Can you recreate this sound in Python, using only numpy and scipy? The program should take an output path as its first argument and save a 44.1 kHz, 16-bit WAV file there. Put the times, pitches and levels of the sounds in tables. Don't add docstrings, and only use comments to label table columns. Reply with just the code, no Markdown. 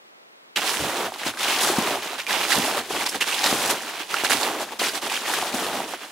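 import sys
import numpy as np
from scipy import signal
from scipy.fft import rfft, irfft, next_fast_len
from scipy.io import wavfile

SR = 44100
rng = np.random.default_rng(int(sys.argv[2]) if len(sys.argv) > 2 else 0)


def master_out(mix):
    frames = np.transpose(np.atleast_2d(mix))
    ceiling = np.clip(frames, -1, 1)
    pcm = np.round(ceiling * 32767).astype(np.int16)
    wavfile.write(sys.argv[1], SR, pcm)


def boost_factor(decibels):
    exponent = np.asarray(decibels, float) / 20
    return 10 ** exponent


N = 269451


def evened(x):
    return x / np.sqrt(np.mean(x ** 2) + 1e-20)


def spectrum_db(points, hz):
    f_hz, level_db = np.transpose(points)
    return np.interp(np.log(hz + 1), np.log(f_hz + 1), level_db)


def coloured(x, points):
    size = next_fast_len(N)
    gain = boost_factor(spectrum_db(points, np.fft.rfftfreq(size, 1 / SR)))
    return irfft(rfft(x, size) * gain, size)[..., :N]


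def add(mix, start_s, sound):
    part = mix[:, round(start_s * SR):][:, :sound.shape[1]]
    part += sound[:, :part.shape[1]]


def ring(hz, cycles, phase=0):
    u = np.arange(int(6 * cycles / hz * SR) + 8) / SR * hz / cycles
    x = np.sqrt(u) * np.exp(-2.5 * u) * np.sin(2 * np.pi * cycles * u + phase)
    x = np.diff(x, append=0)
    return x / abs(x).max()


# t/s, left-right level/dB
LEAN = [(0.57, -5.5), (1.63, -0.5), (2.54, -6.5), (2.88, 0), (3.23, -5), (3.47, -0.5), (4.42, -6),
        (4.73, 1.5), (4.99, -4.5), (5.44, 1), (5.95, -3.5), (6.1, -3)]


def lean_db(t_s):
    shift_s, balance_db = np.transpose(LEAN)
    return np.interp(t_s, shift_s, balance_db)


# t/s, length/s, crust level/dB, packing re crust/dB, fizz re crust/dB
PRESSES = [(0.639, 0.17, -24.5, -6.5, 0.5), (0.799, 0.27, -28.5, 1, -3.0), (1.598, 0.14, -25, -1, 2.0),
           (1.722, 0.24, -26.0, 0.5, -3), (2.46, 0.16, -22.5, -6.5, -2), (2.595, 0.2, -25.5, -0.5, -1.5),
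           (3.45, 0.11, -21.0, -4, 0.5), (3.544, 0.191, -26.5, -1, 0.5), (4.293, 0.16, -25, -4, 0),
           (4.423, 0.19, -29.5, 1, -6.0), (5.245, 0.251, -25, -4.5, -2.5), (5.509, 0.33, -30.5, 1.5, -2.5)]
CUTS = [(0.585, 0.065, -29.5, -4, -8.0), (1.367, 0.23, -27.0, -5.5, -6.5), (2.26, 0.19, -27.5, -4.5, -9),
        (3.242, 0.18, -28.5, -7, -5.5), (4.073, 0.15, -31.5, -5, -8.5), (5.077, 0.1, -31.5, -9.0, -7)]
DRAGS = [(1.121, 0.018, -39.0, -0.5, -6), (1.172, 0.1, -34.5, -5, -6.5), (1.316, 0.052, -49.5, 7.5, -1.5),
         (1.962, 0.19, -36, -3, -7.0), (2.813, 0.12, -43.0, 1, -2), (2.882, 0.15, -32.0, -3.5, -3.5),
         (3.099, 0.04, -38.5, -2.5, -3), (3.729, 0.17, -37, -3, -4), (3.858, 0.16, -35.5, -6.5, -8.5),
         (4.253, 0.047, -33, -4, -4), (4.649, 0.082, -45.0, 3, -5), (4.867, 0.089, -37.5, -2.5, -0.5),
         (5.193, 0.092, -33.5, -3.0, -6), (5.853, 0.072, -39.5, 0, -0.5), (5.984, 0.059, -45, -1, -14.5)]
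SCUFFS = [(0.556, 0.029, -23.5, -7, -10), (0.668, 0.012, -23, -13.5, -18),
          (1.249, 0.046, -27.0, -6.5, -5.5), (1.603, 0.031, -23.5, -2, 1), (2.178, 0.02, -27, -9.5, -12.5),
          (2.504, 0.029, -23, -10, -3), (2.945, 0.019, -29.5, 2, -4.5), (3.052, 0.017, -25.0, -9, -5),
          (3.085, 0.005, -36.5, -11, 9.0), (3.141, 0.017, -30, 1, -4.0), (3.203, 0.024, -23.5, -9.5, -7),
          (3.428, 0.046, -22.0, -3.5, -4), (3.69, 0.019, -28.0, -13, 3), (3.992, 0.007, -33, -15, -13.0),
          (4.126, 0.004, -31, -2, -11.5), (4.238, 0.015, -20.0, -5.5, -6.5), (4.294, 0.039, -19.5, -15, -5),
          (4.592, 0.037, -37.5, -2, 3.0), (4.711, 0.018, -36.5, 2.0, -8), (4.788, 0.1, -26.5, -6.5, -5.5),
          (4.932, 0.048, -33.5, -1, -2), (5.013, 0.064, -31.0, 1, -4.0), (5.333, 0.011, -25.5, -7.0, -5),
          (5.936, 0.009, -32.5, -0.5, -11)]
# rise/s, release/(dB/s), drift of packing, crust, fizz over the move/dB
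PRESS_SHAPE = (0.0456, 353, 0.86, -4.4, -7.5)
CUT_SHAPE = (0.035, 310, 4.2, 4.5, 4)
DRAG_SHAPE = (0.026, 350, 4.4, 3.3, 1.3)
SCUFF_SHAPE = (0.0073, 530, 0.45, 0.67, 0.96)
# packing, crust, fizz level/dB
SETTLE_DB = (-49.3, -45, -48.2)
# t/s, peak level/dB, f/Hz, cycles, rumble level/dB
THUDS = [(0.806, -22, 242, 0.73, -37), (1.261, -25, 257, 1.7, -49), (1.697, -16.5, 370, 2.7, -60),
         (1.781, -15.5, 213, 1.8, -46.5), (2.577, -25, 220, 2.8, -38), (2.903, -21.5, 385, 1, -47),
         (3.007, -36, 425, 2, -54), (3.151, -32.5, 231, 2, -57), (3.525, -13, 270, 0.62, -44),
         (4.234, -20, 360, 0.93, -54), (4.307, -19, 458, 1.1, -51), (4.355, -32, 250, 1.4, -48),
         (4.813, -22.5, 400, 1.5, -52.5), (5.539, -23, 263, 3, -49)]
SETTLE_S = 0.56
RUMBLE_DB, PACK_DB, FIZZ_DB = -2.5, 2.5, 4
SHAKE_DB, SHAKE_S = 25, 0.029


def load():
    t = np.arange(0, N + 64, 64) / SR
    power = (t >= SETTLE_S) * boost_factor(np.array(SETTLE_DB)[:, None]) ** 2 + 1e-12
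    kinds = [(PRESSES, PRESS_SHAPE), (CUTS, CUT_SHAPE), (DRAGS, DRAG_SHAPE), (SCUFFS, SCUFF_SHAPE)]
    for moves, (rise_s, release_db_per_s, *drift_db) in kinds:
        for start_s, length_s, crust_db, pack_db, fizz_db in moves:
            progress = np.clip((t - start_s) / length_s, 0, 1)
            db = crust_db + np.array([[pack_db], [0], [fizz_db]])
            db = db + np.array(drift_db)[:, None] * progress
            db = db - release_db_per_s * np.maximum(t - start_s - length_s, 0)
            rise = np.clip((t - start_s) / rise_s, 0, 1)
            power = power + (boost_factor(db) * rise) ** 2
    shake = np.zeros(len(t))
    for start_s, *_, rumble_db in THUDS:
        swell = np.exp(-((t - start_s - SHAKE_S / 2) / SHAKE_S) ** 2)
        shake += boost_factor(rumble_db + SHAKE_DB) ** 2 * swell
    pack, crust, fizz = power
    rumble = boost_factor(RUMBLE_DB) ** 2 * pack + shake
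    layers = [rumble, boost_factor(PACK_DB) ** 2 * pack, crust, boost_factor(FIZZ_DB) ** 2 * fizz]
    return [np.interp(np.arange(N) / SR, t, 10 * np.log10(row)) for row in layers]


def slips(per_s, depth_db, fade_s):
    jumps = (rng.random(N) < per_s / SR) * rng.exponential(1, N)
    x = signal.lfilter([1], [1, -np.exp(-1 / (fade_s * SR))], jumps)
    return depth_db * evened(np.tanh(0.7 * evened(x - x.mean())))


def crackle(load_db, per_s=110, level_db=44):
    out = np.zeros((2, N))
    for hz in (1500, 2360, 3530, 4900):
        chance, odds, sign, place = rng.random((4, N))
        struck = chance < per_s / 4 / SR
        size = struck * boost_factor(-3.5 * np.log(odds + 0.06)) * np.sign(sign - 0.5)
        train = size * boost_factor(load_db + level_db)
        both = np.array([train, train * np.sign(place - 0.5)])
        out += signal.oaconvolve(both, ring(hz, 1.7)[None])[:, :N]
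    return out


# f/Hz, level/dB per Hz
SNOW = [(35, -50), (60, -15.5), (146, -13), (217, -2.5), (338, 2), (566, -2.5), (785, 3), (1170, -1.5),
        (2970, -5.5), (6740, -11), (10800, -13), (14600, -34), (16000, -118)]
LAYERS_HZ = (110, 600, 2600, 9000)
# f/Hz, side-mid level/dB
CRUNCH_SPREAD = [(60, -11), (150, -7.5), (380, -47), (950, -26), (2380, -4.5), (5980, -2.5), (15000, -3)]
SQUEAK_HZ, SQUEAK_PER_DB, SQUEAK_AT_DB = 2950, 0.02, -6.5


def crunch(count=30):
    layers_db = load()
    clumps_db = [slips(25, 1, 0.018), slips(47, 0.8, 0.014), slips(71, 1.1, 0.015), slips(91, 0.9, 0.015)]
    shared_db = slips(35, 1.03, 0.04)
    finer_db = layers_db[3] - layers_db[2] - FIZZ_DB - SQUEAK_AT_DB
    squeak_log_hz = np.log(SQUEAK_HZ) + SQUEAK_PER_DB * finer_db
    mid_side = np.zeros((2, N))
    for hz in np.geomspace(70, 15000, num=count):
        shares = [np.interp(np.log(hz), np.log(LAYERS_HZ), row) for row in np.eye(4)]
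        per_s = 330 * (hz / 1000) ** 0.75
        at = np.flatnonzero(rng.random(N) < per_s / SR)
        load_db = shared_db[at]
        for share, layer_db, clump_db in zip(shares, layers_db, clumps_db):
            load_db = load_db + share * (layer_db[at] + clump_db[at])
        load_db += 3.5 * np.exp(-((np.log(hz) - squeak_log_hz[at]) / 0.25) ** 2)
        odds, sign, place = rng.random((3, len(at)))
        size = boost_factor(-2.4 * np.log(odds + 0.038)) * np.sign(sign - 0.5)
        grain = ring(hz, 3.08, rng.uniform(0, np.pi))
        per_grain = np.sqrt(hz * N / len(at)) / np.linalg.norm(grain)
        train = evened(size) * boost_factor(load_db + spectrum_db(SNOW, hz)) * per_grain
        both = np.zeros((2, N))
        both[:, at] = train, train * np.sign(place - 0.5)
        mid_side += signal.oaconvolve(both, grain[None])[:, :N]
    mid_side += crackle(layers_db[2] + shared_db)
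    mid = mid_side[0]
    side = boost_factor(-2.5) * coloured(mid_side[1], CRUNCH_SPREAD)
    lean = boost_factor(lean_db(np.arange(N) / SR) / 2)
    high = signal.lfilter(*signal.butter(1, 1100, "high", fs=SR), mid)
    left = mid + side + (lean - 1) * high
    right = mid - side + (1 / lean - 1) * high
    return boost_factor(-40.5) * np.array([left, right])


# t/s, peak level/dB, f/Hz, splinter re peak/dB
SNAPS = [(0.561, -8.5, 3100, -11), (0.57, -9, 2980, -18), (0.664, -15, 3900, -5), (0.705, -16, 4750, -13),
         (1.14, -22, 3600, -14), (1.234, -14, 1770, -22.5), (1.339, -22, 1280, -27),
         (1.373, -15.5, 1520, -19), (1.431, -10, 2370, -10), (1.561, -11, 2670, -18),
         (2.308, -10, 1730, -25), (2.431, -12, 2440, -18), (2.52, -6, 1720, -21), (3.474, -9, 3900, -14),
         (3.344, -9.5, 3080, -8), (3.441, -3.5, 4400, -18), (3.462, -4.5, 3920, -7),
         (4.142, -3.5, 1430, -23), (4.167, -12.5, 2540, -28), (4.185, -14, 2790, -10),
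         (4.298, -11, 1630, -13), (4.432, -8.5, 4070, -13), (4.798, -11, 4120, -21),
         (4.836, -11.5, 1880, -4.5), (4.868, -14, 2500, -14), (5.099, -11, 2410, -13),
         (5.256, -12, 1830, -20), (5.337, -10, 1540, -6)]
# t/s, peak level/dB, f/Hz, splinter re peak/dB
SQUEALS = [(2.267, -11, 2400, -27), (3.064, -11, 4900, -25), (3.093, -16, 5400, -10),
           (3.211, -7, 2700, -18), (3.219, -7, 2720, -18), (3.285, -14, 2750, -20), (3.325, -15, 2800, -20),
           (4.11, -17, 2800, -15), (4.81, -12, 3000, -18), (4.862, -12, 5400, -16), (4.89, -14, 4800, -16),
           (5.165, -14, 3100, -18)]
# t/s, peak level/dB, splinter re peak/dB
KNOCKS = [(0.845, -11, -12), (1.121, -17.5, -25), (1.16, -19.5, -20), (1.217, -19, -20), (1.786, -9, -8),
          (1.874, -19, -16), (2.132, -19, -10), (2.337, -13.5, -23), (2.547, -11, -2), (2.584, -12.5, 0),
          (2.909, -12, -12), (2.948, -13, -22), (3.624, -14, -3), (3.658, -18, 6.5), (3.675, -21, 7),
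          (3.708, -18.5, 8.5), (3.818, -23, -4), (3.953, -21, -25), (4.237, -12, -5), (4.605, -15, -11),
          (4.733, -21, -25), (4.819, -11, -14), (5.028, -20, -6), (5.118, -15.5, -4), (5.3, -13, -14),
          (5.386, -12.5, -7), (5.426, -12, -23), (5.544, -23, 6), (5.803, -13.5, -29), (5.937, -14.5, -33)]
SNAP_T60_S, SNAP_CYCLES = 0.031, 3.3
SQUEAL_T60_S, SQUEAL_CYCLES = 0.05, 9
KNOCK_T60_S, KNOCK_HZ = 0.027, 793


def snaps():
    out = np.zeros((2, N))
    t = np.arange(3000) / SR
    tick = ring(3800, 1.3)
    splinter_band = signal.butter(2, [4500, 12000], "band", fs=SR)
    plates = [(*row, SNAP_T60_S, SNAP_CYCLES) for row in SNAPS]
    plates += [(*row, SQUEAL_T60_S, SQUEAL_CYCLES) for row in SQUEALS]
    plates += [(s, db, KNOCK_HZ, rel_db, KNOCK_T60_S, SNAP_CYCLES) for s, db, rel_db in KNOCKS]
    for start_s, peak_db, hz, splinter_db, t60_s, cycles in plates:
        noise = rng.standard_normal((4, len(t)))
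        fade = boost_factor(-60 * t / t60_s) * np.minimum(t / 0.00049, 1)
        crack = ring(hz, 1.8)[:len(t)]
        crack[:len(tick)] += 0.45 * tick[:len(crack)]
        crumble = boost_factor(-12) * evened(signal.lfilter(ring(hz, cycles), 1, noise[0])) * fade
        crumble[:len(crack)] += boost_factor(-5) * crack
        bright = evened(signal.lfilter(*splinter_band, noise[1] + 0.92 * noise[2:]))
        splinters = boost_factor(splinter_db - 4.5) * bright * fade * np.minimum(t / 0.003, 1)
        pan_db = lean_db(start_s) / 2
        add(out, start_s, boost_factor(peak_db) * (crumble + splinters) * boost_factor([[pan_db], [-pan_db]]))
    return out


def thuds():
    out = np.zeros((2, N))
    for start_s, peak_db, hz, cycles, _ in THUDS:
        push = boost_factor(peak_db + 3) * ring(hz, cycles)
        add(out, start_s + 0.00284, push * boost_factor([[1.2], [-1.2]]))
    return out


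# f/Hz, level/dB per Hz
AIR = [(18, -55), (30, -25), (81, -25), (215, -4.5), (512, -0.5), (1860, -9), (2120, -8), (2610, -11.5),
       (9220, -23), (14800, -28), (16000, -21)]
# f/Hz, side-mid level/dB
AIR_SPREAD = [(60, 0), (240, -1), (950, 7.5), (3770, 11), (15000, -2)]
AIR_DB = -58


def air():
    mid, side = coloured(rng.standard_normal((2, N)), AIR)
    side = coloured(side, AIR_SPREAD)
    return boost_factor(AIR_DB) * np.array([mid + side, mid - side]) / mid.std()


def scene():
    return crunch() + snaps() + thuds() + air()


def top_cut(x):
    return signal.sosfilt(signal.butter(12, 17040, fs=SR, output="sos"), x)


def record(dry):
    wind_cut = signal.butter(1, 50, "high", fs=SR, output="sos")
    band_limit = signal.firwin(601, 15820, window=("kaiser", 8), fs=SR)
    mix = signal.sosfilt(wind_cut, dry)
    mix = signal.oaconvolve(mix, band_limit[None], "same")
    return top_cut(mix)


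dry = scene()
out = record(dry)
master_out(out)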